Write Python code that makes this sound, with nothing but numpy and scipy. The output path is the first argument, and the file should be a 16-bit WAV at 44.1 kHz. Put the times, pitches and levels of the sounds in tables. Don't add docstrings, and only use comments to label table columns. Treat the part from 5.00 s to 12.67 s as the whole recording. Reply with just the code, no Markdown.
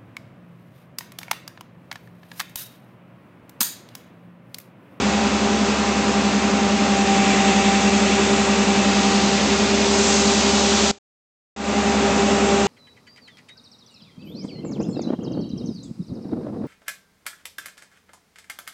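import sys
import numpy as np
from scipy import signal
from scipy.fft import rfft, irfft
from scipy.io import wavfile
from scipy.ndimage import uniform_filter1d

SR = 44100
rng = np.random.default_rng(int(sys.argv[2]) if len(sys.argv) > 2 else 0)


def waveform_to_disk(signal):
    frames = np.transpose(np.atleast_2d(signal))
    scaled = np.clip(frames, -1, 1) * 32767
    samples = np.round(scaled).astype(np.int16)
    wavfile.write(sys.argv[1], SR, samples)


N = 338247
T = np.arange(N) / SR

# time_s, speed_rpm
ENGINE_SPEED = [(0, 2124), (.8, 2129), (1.25, 2107), (1.6, 2118), (2.35, 2089), (3.25, 2113), (3.55, 2105),
                (4.3, 2100), (4.85, 2127), (5.25, 2116), (6.75, 2136), (7.05, 2121), (7.67, 2125)]
# time_s, level_db
FIRING_LEVEL = [(0, -36.5), (.75, -37), (1.25, -38.5), (2.35, -39), (3.2, -36.5), (4.15, -39), (4.8, -36),
                (7.67, -35.5)]
ENGINE_ORDERS = [5, 6, 7, 8, 10, 15, 16, 18, 33, 38, 40, 52, 57]
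ENGINE_ORDER_DB = [-51, -57, -55, -46, -49, -40.5, -40.5, -48, -46, -48, -48, -48, -48]
THROB_PEAKS = (.067, 6.882)
# time_s, level_db
BLADE_LEVEL = [(0, -25.5), (.9, -29), (1.35, -24), (2.9, -21), (3.35, -27.5), (3.65, -22), (4.35, -23),
               (4.65, -29), (7.67, -26)]
# multiple of the blade tone; level_db of each, relative to that tone
FAN_ORDERS = [2, 3, 4, 5]
FAN_ORDER_DB = [-24, -22, -21.5, -29.5]
# frequency_hz, level_db
AIR_SPECTRUM = [(25, -36), (55, -16.5), (90, -6.5), (145, -8), (185, 5), (270, 5.5), (325, 1.5), (420, 2),
                (580, 0), (720, -0.5), (900, -1), (1400, -4), (1800, -9.5), (3200, -41)]
# time_s, level_db
WHINE_LEVEL = [(0, -32.5), (2.2, -28.5), (3.3, -25), (3.9, -31), (4.55, -26), (5.9, -26.5), (6.75, -28),
               (7.25, -23.5), (7.67, -25.5)]
OCTAVE_LEVEL = [(0, -32.5), (1.75, -31.5), (2.0, -24), (2.65, -25), (3.15, -31.5), (4.25, -28),
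                (4.6, -37.5), (5.5, -30.5), (7.67, -28)]
SHAFT_ORDERS = [12, 15, 17, 18, 20, 24, 25]
SHAFT_ORDER_DB = [-45.5, -42, -46, -49, -49, -48, -51]
# frequency_hz, level_db
CLATTER_SPECTRUM = [(900, -20), (1600, -7.5), (1930, 0), (2150, -0.5), (2420, -1), (2720, 1.5), (3050, -6),
                    (3500, -4), (4300, -12.5), (7000, -51)]
HISS_SPECTRUM = [(1500, -23), (3000, -1.5), (4000, 0.5), (4900, 0.5), (5600, -0.5), (6400, 1.5),
                 (7100, -0.5), (7550, -1.5), (8000, -8), (8500, -16), (9000, -40.5)]
# time_s, level_db
CLATTER_LEVEL = [(0, -31), (1.95, -30.5), (2.25, -25.5), (3.3, -27.5), (5.9, -29.5), (6.6, -30)]
# time_s, level_db
HISS_LEVEL = [(0, -29.5), (1.7, -30), (2.2, -29), (3.75, -28), (4.1, -24.5), (4.8, -25.5), (5.1, -22.5),
              (5.35, -22.5), (5.9, -21.5), (6.6, -31)]
# time_s, lift_db
TREBLE_LIFT = [(0, -1.5), (1.7, -0.9), (2.3, 2.5), (3.45, 1.7), (4.1, -2), (4.7, -2.5), (5.1, 3),
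               (5.45, -1.6), (7.67, 2.5)]
# pitch_hz, width_hz, level_db
COVER_MODES = [(930, 45, -2.5), (1800, 61, -3.5), (2446, 170, 5), (2600, 80, 6), (2850, 70, 2),
               (3270, 84, -5.5), (3456, 69, -2), (4850, 70, -3), (6460, 82, -5)]
ECHOES = [(.9, .11), (1.7, -.13), (2.9, .15), (4.3, .15), (6.8, -.14), (9.7, .13)]
# time_s, distance_m
MIC_APPROACH = [(0, 0.019), (1.2, 0.016), (2.2, .125), (3.7, .155), (5, .22), (6.8, .3), (7.67, 0.33)]

CUT_S, SILENT_S, RETURN_S = 5.913, 5.985, 6.563
SOUND_SPEED_M_PER_S = 343


def engine(crank, drone_db=-24.5):
    firing = level(FIRING_LEVEL) * tone(2 * crank, rough=.03)
    drone = undb(drone_db) * tone(6 * crank, rough=.04)
    lines = partials(crank / 2, ENGINE_ORDERS, ENGINE_ORDER_DB, rough=.39, flutter_per_s=4.2)
    return firing + drone + lines


def crank_turns():
    turns = np.cumsum(curve(ENGINE_SPEED)) / 60 / SR
    before, after = np.interp(THROB_PEAKS, T, turns)
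    return turns - np.where(T < RETURN_S, before, after)


def fan(crank, blades_per_turn=5.6946):
    blades = blades_per_turn * crank
    overtones = partials(blades, FAN_ORDERS, FAN_ORDER_DB, rough=.46, flutter_per_s=10)
    air = noise(AIR_SPECTRUM) * undb(.45 * wander(25))
    hum = level(BLADE_LEVEL) * (tone(blades, rough=.05) + overtones)
    return hum + approach_gain(base_db=-24, db_per_m=2.5) * air


def alternator(crank, cycles_per_turn=11.249, wander_db=.76):
    cycles = cycles_per_turn * crank
    swell = undb(wander_db * wander(3.9))
    whine = level(WHINE_LEVEL) * swell * tone(cycles, rough=.28)
    octave = level(OCTAVE_LEVEL) * tone(2 * cycles, rough=.17)
    lines = partials(cycles / 5, SHAFT_ORDERS, SHAFT_ORDER_DB, rough=.25, flutter_per_s=9)
    return whine + octave + lines


def valve_gear(crank):
    firing, cam, tappets = (np.cos(2 * np.pi * per_turn * crank) for per_turn in (2, 1.5, 4.5))
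    clatter = noise(CLATTER_SPECTRUM) + undb(-7) * covers()
    clatter *= (1 + .08 * tappets + .03 * firing) * undb(.5 * wander(60))
    hiss = mic_angle(noise(HISS_SPECTRUM))
    hiss *= (1 + .055 * firing + .045 * cam) * undb(.19 * wander(60))
    return reflections(level(CLATTER_LEVEL) * clatter + level(HISS_LEVEL) * hiss)


def covers():
    bins_hz = np.arange(N // 2 + 1) * SR / N
    response = sum(undb(db) / (1 + 2j * (bins_hz - hz) / width) for hz, width, db in COVER_MODES)
    ringing = irfft(rfft(rng.standard_normal(N)) * response, N)
    return ringing / ringing.std()


def engine_bay():
    return ring(centre_hz=596, width_hz=70) * approach_gain(base_db=-42.5, db_per_m=35)


def whistle():
    return ring(centre_hz=7500, width_hz=100) * undb(-51.5 + 4 * curve(TREBLE_LIFT))


def reflections(x):
    moved_m = curve(MIC_APPROACH)
    combed = x.copy()
    for k, (path_m, gain) in enumerate(ECHOES):
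        delay_s = (path_m + (-1) ** k * moved_m) / SOUND_SPEED_M_PER_S
        combed += gain * np.interp(T - delay_s, T, x)
    return combed * x.std() / combed.std()


def mic_angle(hiss, above_hz=5800):
    top = signal.sosfiltfilt(signal.butter(4, above_hz, "high", fs=SR, output="sos"), hiss)
    return hiss + (level(TREBLE_LIFT) - 1) * top


def approach_gain(base_db, db_per_m):
    return undb(base_db + db_per_m * curve(MIC_APPROACH))


def dropout(tail_db=-22, fall_db_per_s=180, return_db=-16, recovery_s=.086):
    tail = undb(tail_db - fall_db_per_s * np.maximum(T - CUT_S, 0))
    recovery = undb(return_db * np.exp(-np.maximum(T - RETURN_S, 0) / recovery_s))
    gain = np.select([T < CUT_S, T < SILENT_S, T < RETURN_S], [1, tail, 0], recovery)
    return uniform_filter1d(gain, size=90)


def tone(cycles, rough, flutter_per_s=30):
    angle = 2 * np.pi * cycles
    strength = 1 + rough * wander(flutter_per_s)
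    jitter = rough * wander(flutter_per_s)
    return np.sqrt(2) * (strength * np.cos(angle) + jitter * np.sin(angle))


def partials(cycles, orders, levels_db, rough, flutter_per_s):
    return sum(undb(db) * tone(k * cycles, rough, flutter_per_s) for k, db in zip(orders, levels_db))


def ring(centre_hz, width_hz):
    hz = centre_hz + width_hz * np.array([-3, -1, 0, 1, 3])
    return noise(list(zip(hz, [-60, -12, 0, -12, -60])))


def noise(spectrum):
    hz, db = np.transpose(spectrum)
    bins_hz = np.maximum(np.arange(N // 2 + 1) * SR / N, 1)
    response = undb(np.interp(np.log(bins_hz), np.log(hz), db))
    x = irfft(rfft(rng.standard_normal(N)) * response, N)
    return x / x.std()


def wander(per_s):
    steps = rng.standard_normal(size=4096)
    return 1.2 * np.interp(T * per_s, np.arange(len(steps)), steps)


def curve(rows):
    return np.interp(T, *np.transpose(rows))


def level(rows):
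    return undb(curve(rows))


def undb(db):
    return 10 ** (np.asarray(db) / 20)


def scene():
    crank = crank_turns()
    machinery = engine(crank) + fan(crank) + alternator(crank)
    return (machinery + engine_bay() + valve_gear(crank) + whistle())[None]


def record(dry, low_cut_hz=39, high_cut_hz=8750):
    low_cut = signal.butter(4, low_cut_hz, "high", fs=SR, output="sos")
    high_cut = signal.ellip(10, .2, 80, high_cut_hz, fs=SR, output="sos")
    return signal.sosfilt(high_cut, signal.sosfilt(low_cut, dry) * dropout())


dry = scene()
out = record(dry)
waveform_to_disk(out)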